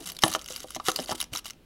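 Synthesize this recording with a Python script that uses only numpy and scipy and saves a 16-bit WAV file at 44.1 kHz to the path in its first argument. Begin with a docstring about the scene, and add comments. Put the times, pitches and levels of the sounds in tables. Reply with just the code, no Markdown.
"""A bag of bolts in a toolbox

A thin plastic bag of steel bolts is dropped into a moulded toolbox and pushed home. Each impact
excites the damped modes of the hollow tray, and one bolt rings briefly. Creases in the bag buckle
with snaps and crinkles, while the hand bumps the box and sliding friction makes it rumble.
The room is small and quiet, with a faint mains hum."""
import sys
import numpy as np
from scipy import signal
from scipy.fft import rfft, irfft
from scipy.io import wavfile

SR = 44100
rng = np.random.default_rng(int(sys.argv[2]) if len(sys.argv) > 2 else 0)


def bounce(signal):
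    """Save signal as a 16-bit WAV file at the path given by the first command-line argument."""
    frames = np.transpose(np.atleast_2d(signal))
    limited = np.clip(frames, -1, 1)
    pcm = np.round(limited * 32767).astype(np.int16)
    wavfile.write(sys.argv[1], SR, pcm)


N = 72765
SIZE = 8192  # samples in one short event or filter
T, HZ = np.arange(SIZE) / SR, np.fft.rfftfreq(SIZE, 1 / SR) + 1
SCENE_T = np.arange(N) / SR
SNAP_T60_S, CREASE_DB, CREASE_OCTAVES = .0077, 10, .16  # a crease's decay and resonance peak


def amp(db):
    """Amplitude ratio of a level in decibels."""
    return 10 ** (np.asarray(db) / 20)


def unit(x):
    """Normalisation to an energy of 1."""
    return x / (np.linalg.norm(x) + 1e-12)


def curve(points, hz=HZ):
    """Interpolation on a log-frequency axis."""
    point_hz, value = np.transpose(points)
    return np.interp(np.log(hz), np.log(point_hz), value)


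def add(mix, start_s, sound):
    """Superposition: a sound joins the mix at start_s."""
    part = mix[max(round(start_s * SR), 0):][:len(sound)]
    part += sound[:len(part)]


def decay(t60_s):
    """Exponential damping, 60 dB in t60_s."""
    return np.exp(-np.log(1000) * T / max(t60_s, 1e-4))


def burst(t60_s):
    """Decaying white noise from impulses of random sign."""
    return unit(rng.choice([-1., 1.], SIZE) * decay(t60_s))


def peak(hz, octaves):
    """A resonance peak, drawn as a Gaussian of height 1 in log frequency."""
    return np.exp(-.5 * (np.log2(HZ / hz) / octaves) ** 2)


def colour(x, gain_db):
    """Minimum-phase filtering: folding the cepstrum makes the response causal."""
    cepstrum = irfft(np.log(amp(gain_db)))
    cepstrum[1:SIZE // 2] *= 2
    cepstrum[SIZE // 2 + 1:] = 0
    return signal.fftconvolve(x, irfft(np.exp(rfft(cepstrum))))[:len(x)]


def modal_ring(modes, scatter_db=1.5, detune=.008, t60_stretch=1.11):
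    """An impulse response is a sum of damped modes; level and tuning scatter from blow to blow."""
    ring = np.zeros(SIZE)
    for hz, db, t60_s in modes:
        level_draw, pitch_draw = rng.standard_normal(2)
        envelope = amp(db + scatter_db * level_draw) * decay(t60_s * t60_stretch)
        ring += envelope * np.cos(2 * np.pi * hz * (1 + detune * pitch_draw) * T)
    return unit(ring)


def tray_knocks():
    """Impact excitation: the spot struck weights the tray's modes; hard blows crack, padded are dull."""
    # bolt impacts: start_s, level_db, pitch_hz, bass_db, crack_db, rattle_time_constant_s
    impacts = [(0.2362, 1, 870, 7, -3.5, .001), (.2378, -3.5, 321, 3, -6, 0.0041),
               (0.263, -12, 634, -2, -15, 0.0025), (0.278, -18, 700, -6, -16, 0.0023),
               (0.29, -27, 200, 8, -11, 0.0026), (0.318, -25.5, 1250, -58, -1.5, 0.0022),
               (0.3499, -8, 1200, -21, -7.5, 0.00082), (0.362, -16.5, 537, -18, -19, 0.0013),
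               (0.504, -22.5, 500, -8.5, -46, 0.011), (.644, -21, 480, -6, -29, 0.0057),
               (0.7631, -19.5, 640, -0.5, -6.5, 0.006), (0.767, -24.5, 281, 6, -33, 0.0042),
               (0.7995, -17.5, 1280, -11.5, -14, 0.003), (0.8845, -9, 1090, 5.5, -0.5, 0.0026),
               (0.8866, -7, 480, -1.5, -22, 0.00067), (.890, -10, 1210, -14, -14.5, 0.0046),
               (0.902, -35, 300, -4, 0, 0.0024), (0.9893, -15.5, 586, 6, -5, 0.0077),
               (.9955, -14.5, 517, 1.5, -15.5, .002), (1.002, -17.5, 250, -2, -36, 0.0029),
               (1.093, -16.5, 650, 4, -10, 0.018), (1.109, -17, 550, -9, -10, 0.005),
               (1.1157, -16.5, 740, 17.5, -5.5, 0.0024), (1.122, -14, 1080, -10, -10.5, 0.009),
               (1.146, -23, 324, -13, -32, 0.0082), (1.229, -29.5, 250, -11, -10, 0.0018),
               (1.353, -20.5, 1350, -9, -17.5, 0.00086), (1.456, -30, 1130, -29, -9, 0.0011)]
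    # the tray's modes: pitch_hz, level_db, nominal_t60_s
    tray_modes = [(196, -8, .08), (250, 0, .09), (316, 2, .07), (385, -5, .045), (512, 0, .045),
                  (570, -2, .035), (618, -4, .045), (765, 0, .04), (835, -4, .025), (959, -3, .03),
                  (1154, 1, .035), (1275, -2, .03), (1400, -2, .028), (1775, -4, .028), (2400, -12, .025),
                  (2850, -11, .025)]
    # high modes that a hard blow reaches: pitch_hz, level_db, nominal_t60_s
    hard_modes = [(1775, -3, .03), (3054, 0, .018), (3485, 0, .016), (3976, -6, .02), (4294, -4, .016),
                  (5340, 0, .016), (6380, -6, .018)]
    # dense ringing of the shell: frequency_hz, level_db
    shell_spectrum = [(40, -19), (100, -11.5), (250, 4.5), (380, 4), (470, 4), (750, 4.5), (1300, 13.5),
                      (1900, -9.5), (2500, -14), (6000, -30), (16000, -78)]
    # contact noise: frequency_hz, level_db
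    crack_spectrum = [(100, -12.5), (700, -11), (1600, -0.5), (2400, -8.5), (3200, 1.5), (4400, -4.5),
                      (5300, -2), (7400, -13), (10500, -7.5), (16000, -26.5)]
    # treble response of the soft plastic: frequency_hz, gain_db
    plastic_treble = [(1300, 0), (1600, -13.5), (3000, 5), (5000, -14), (16000, -21)]
    out, hard_ring = np.zeros(N), modal_ring(hard_modes)
    response_db = curve(plastic_treble) - 10 * np.log10(1 + (410 / (HZ + 10)) ** 2)  # with a bass cut
    for start_s, db, hz, bass_db, crack_db, rattle_s in impacts:
        force = (T == 0) + amp(-8) * burst(rattle_s * np.log(1000))  # an impulse, then rattle
        ring = modal_ring(tray_modes) + amp(-9) * unit(colour(burst(t60_s=.025), curve(shell_spectrum)))
        vibration = signal.fftconvolve(force, ring)[:SIZE]
        spot_db = 9 * peak(hz, octaves=.25) + bass_db / (1 + (HZ / 380) ** 4)
        padding_db_per_octave = .46 * min(crack_db, 0)
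        dull_db = padding_db_per_octave * np.maximum(np.log2(HZ / hz), 0)
        body = unit(colour(vibration, spot_db + dull_db + response_db))
        contact = unit(colour(burst(t60_s=.01), curve(crack_spectrum))) + amp(-4) * hard_ring
        crack = unit(colour(contact, padding_db_per_octave * np.maximum(np.log2(HZ / 3000), 0)))
        add(out, start_s, amp(db) * (amp(11) * body + amp(12.5 + crack_db) * crack))
    return out


def bolt_clinks():
    """Free vibration: steel struck on steel rings in two high modes."""
    # blows on the bolt: start_s, level_db
    blows = [(.2365, -30.5), (0.247, -31)]
    # the bolt's modes: pitch_hz, level_db, t60_s
    bolt_modes = [(7978, -8, .06), (10414, 0, .13)]
    out = np.zeros(N)
    for start_s, db in blows:
        for hz, mode_db, t60_s in bolt_modes:
            add(out, start_s, amp(db + mode_db) * decay(t60_s) * np.sin(2 * np.pi * hz * (T + start_s)))
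    return out


def film_db(on_tray=True):
    """Radiation from thin film is bright; coupling to the tray adds midrange."""
    # the bag's film: frequency_hz, level_db
    film_spectrum = [(100, -43), (600, -15.5), (1250, -10), (2100, -3.5), (3000, -0.5), (6000, -2),
                     (8200, -5.5), (10700, -4), (13500, -11.5), (16000, -14)]
    return curve(film_spectrum) + on_tray * 10.5 * peak(hz=1200, octaves=.29)


def bag_snaps(landing_s=.236, strain_samples=512):
    """Buckling: a crease strains, then flips in a short burst, more clearly pitched when loud."""
    # creases flipping: flip_s, level_db, pitch_hz
    creases = [(.062, -28, 3500), (0.0777, -34, 10800), (0.0897, -28, 6100), (0.1003, -27, 5260),
               (.1195, -28.5, 13000), (0.1268, -40, 11100), (0.167, -28.5, 4400), (0.1896, -24.5, 3380),
               (0.2218, -26, 5150), (0.2226, -19.5, 5360), (0.227, -20, 5400), (.281, -18, 10600),
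               (0.328, -22.5, 4200), (0.338, -18, 6400), (0.3573, -24.5, 6350), (.3929, -30.5, 3220),
               (0.4146, -32, 6500), (0.4203, -35, 6700), (0.4438, -33.5, 4940), (0.4604, -29, 2870),
               (0.4794, -32, 6260), (0.4862, -29, 6100), (0.501, -31.5, 6700), (0.5073, -28, 5240),
               (0.5232, -28.5, 6600), (.5337, -35, 9100), (0.5621, -21.5, 4850), (0.5959, -36, 6060),
               (0.6039, -28.5, 6700), (0.6324, -33, 6430), (.706, -27, 10250), (0.7485, -24, 5900),
               (0.7563, -26, 6300), (0.7672, -33, 6440), (0.865, -30, 4800), (0.8741, -27.5, 4850),
               (0.884, -22, 5300), (0.9005, -32, 4470), (0.9169, -20.5, 6600), (0.9611, -14, 4790),
               (0.9705, -28.5, 4640), (1.001, -24, 5400), (1.0272, -33, 2610), (1.0598, -32, 5040),
               (1.0986, -24, 5200), (1.1154, -22, 4760), (1.1538, -42, 5500), (1.1803, -35, 4000),
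               (1.203, -17.5, 3600), (1.2069, -25, 10600), (1.2136, -16, 10600), (1.2135, -20, 2870),
               (1.2266, -23, 5200), (1.2412, -29.5, 5600), (1.333, -26, 4750), (1.3365, -23, 2700),
               (1.351, -23, 5840), (1.3595, -20.5, 4130), (1.3723, -20.5, 5600), (1.3902, -30, 5550),
               (1.457, -28, 2850), (1.4661, -29, 3100), (1.4815, -35.5, 5200), (1.5, -30.5, 3000),
               (1.5065, -27, 5400), (1.534, -45.5, 2870)]
    out = np.zeros(N)
    for flip_s, db, hz in creases:
        strain = amp(-11) * burst(t60_s=.009)[:strain_samples][::-1]  # swells up to the flip
        buckle = np.concatenate([strain, burst(SNAP_T60_S)])
        ring_db = CREASE_DB + 6 * np.clip((db + 22) / 10, 0, 1)
        snap = colour(buckle, film_db(flip_s > landing_s) + ring_db * peak(hz, CREASE_OCTAVES))
        add(out, flip_s - strain_samples / SR, amp(13.5 + db) * unit(snap))
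    return out


def bag_crinkle(creases_per_s=1100, spread_db=3.5, pitch_count=16, fall_s=.005):
    """Shot noise: each push buckles a crowd of tiny creases over the friction hiss of sliding film."""
    # finger pushes: start_s, length_s, rise_s, level_db
    pushes = [(0, 0.049, 0.0017, -49), (0.051, 0.057, 0.0091, -39), (0.096, 0.067, 0.012, -54),
              (0.199, 0.17, 0.045, -38.5), (0.378, 0.15, 0.0065, -56), (0.473, 0.11, 0.041, -44),
              (0.575, 0.069, 0.018, -49), (0.638, 0.13, 0.039, -51.5), (0.773, 0.14, .02, -59),
              (.84, 0.067, 0.029, -33.5), (.92, 0.13, 0.0055, -45.5), (1.065, .07, 0.023, -39.5),
              (1.144, 0.019, 0.01, -38.5), (1.162, 0.058, 0.041, -41.5), (1.315, 0.081, 0.026, -42),
              (1.44, 0.052, 0.011, -44)]
    effort, crackle = np.zeros(N), np.zeros(N)
    for start_s, length_s, rise_s, db in pushes:
        rise = (SCENE_T - start_s) / rise_s
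        fall = (start_s + length_s - SCENE_T) / fall_s + .5
        effort += amp(db) * np.clip(np.minimum(rise, fall), 0, 1)
    strength = amp(spread_db * np.minimum(rng.exponential(1, N), 4))
    impulses = strength * (rng.random(N) < creases_per_s / SR)
    pitch_index = rng.integers(0, pitch_count, N)
    for k, hz in enumerate(np.geomspace(2800, 12000, pitch_count)):
        grain = colour(burst(SNAP_T60_S / 2), film_db() + CREASE_DB * peak(hz, CREASE_OCTAVES))
        crackle += signal.fftconvolve(impulses * (pitch_index == k), grain)[:N]
    hiss = colour(rng.standard_normal(N), film_db())
    return effort * np.sqrt(N) * unit(unit(crackle) + amp(-10.5) * unit(hiss))


def hand_bumps(rise_s=.0023):
    """Damped oscillation: bumped by the hand, the whole box gives a few low swings."""
    # soft bumps: start_s, level_db, pitch_hz
    bumps = [(0.237, -24, 118), (0.297, -41, 85), (0.762, -45.5, 113), (1.115, -32, 110),
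             (1.322, -35.5, 103)]
    out = np.zeros(N)
    envelope = np.minimum(T / rise_s, 1) * decay(t60_s=.063)
    for start_s, db, hz in bumps:
        add(out, start_s, amp(db) * envelope * np.sin(2 * np.pi * hz * T))
    return out


def box_rumble():
    """Sliding friction drives a low resonance of the hollow box with noise."""
    # hand and load dragging: start_s, length_s, level_db, pitch_hz
    drags = [(-.02, 0.064, -45.5, 296), (0.013, 0.18, -54, 177), (0.453, 0.23, -57, 241),
             (0.93, 0.16, -48, 260), (1.314, 0.055, -46, 300)]
    # friction noise in the box: frequency_hz, level_db
    drag_spectrum = [(30, -31), (120, -7), (300, -1), (600, 1), (1200, -19), (3000, -27), (16000, -76)]
    out = np.zeros(N)
    for start_s, length_s, db, hz in drags:
        swell = np.sin(np.pi * np.clip((SCENE_T - start_s) / length_s, 0, 1))
        rumble = colour(rng.standard_normal(N), curve(drag_spectrum) + 12.5 * peak(hz, octaves=.14))
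        out += amp(db) * swell * np.sqrt(N) * unit(rumble)
    return out


def reverberation(x):
    """Early reflections inside the toolbox precede a faint room tail whose treble is absorbed first."""
    # room reverberation times: frequency_hz, t60_s
    room_t60 = [(100, 0.38), (400, 0.33), (1500, 0.26), (4000, 0.2), (16000, 0.12)]
    hz, t, spectra = signal.stft(rng.standard_normal(SIZE * 2), SR, nperseg=256)
    absorption = np.exp(-np.log(1000) * t / curve(room_t60, hz + 1)[:, None])
    tail = signal.istft(spectra * absorption, SR, nperseg=256)[1]
    response = amp(-17.5) * unit(tail)
    add(response, start_s=.001, sound=amp(-8) * burst(t60_s=.02))
    return signal.fftconvolve(x, response)[:N]


def background(air_db=-56.5, hum_db=-67.5, hum_hz=50):
    """The noise floor: broadband room air and a pure tone of mains hum."""
    # room air: frequency_hz, level_db
    air_spectrum = [(20, -14), (50, -6.5), (90, -15), (160, -16), (300, -17.5), (500, -24), (1000, -31),
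                    (2100, -36.5), (2900, -33), (6000, -44), (16000, -46.5)]
    air = np.sqrt(N) * unit(colour(rng.standard_normal(N), curve(air_spectrum)))
    return amp(air_db) * air + amp(hum_db) * np.sin(2 * np.pi * hum_hz * SCENE_T)


def scene():
    """Superposition of direct sound, reflections and background in one channel."""
    direct = tray_knocks() + bolt_clinks() + bag_snaps() + bag_crinkle() + box_rumble() + hand_bumps()
    return (direct + reverberation(direct) + background())[None]


def record(dry):
    """Soft saturation rounds the hardest blow; a low-pass filter then limits the band."""
    ceiling, cutoff_hz = .85, 16000
    low_pass = signal.firwin(401, cutoff_hz, window=("kaiser", 8), fs=SR)
    return signal.oaconvolve(ceiling * np.tanh(dry / ceiling), low_pass[None], "same")


dry = scene()
out = record(dry)
bounce(out)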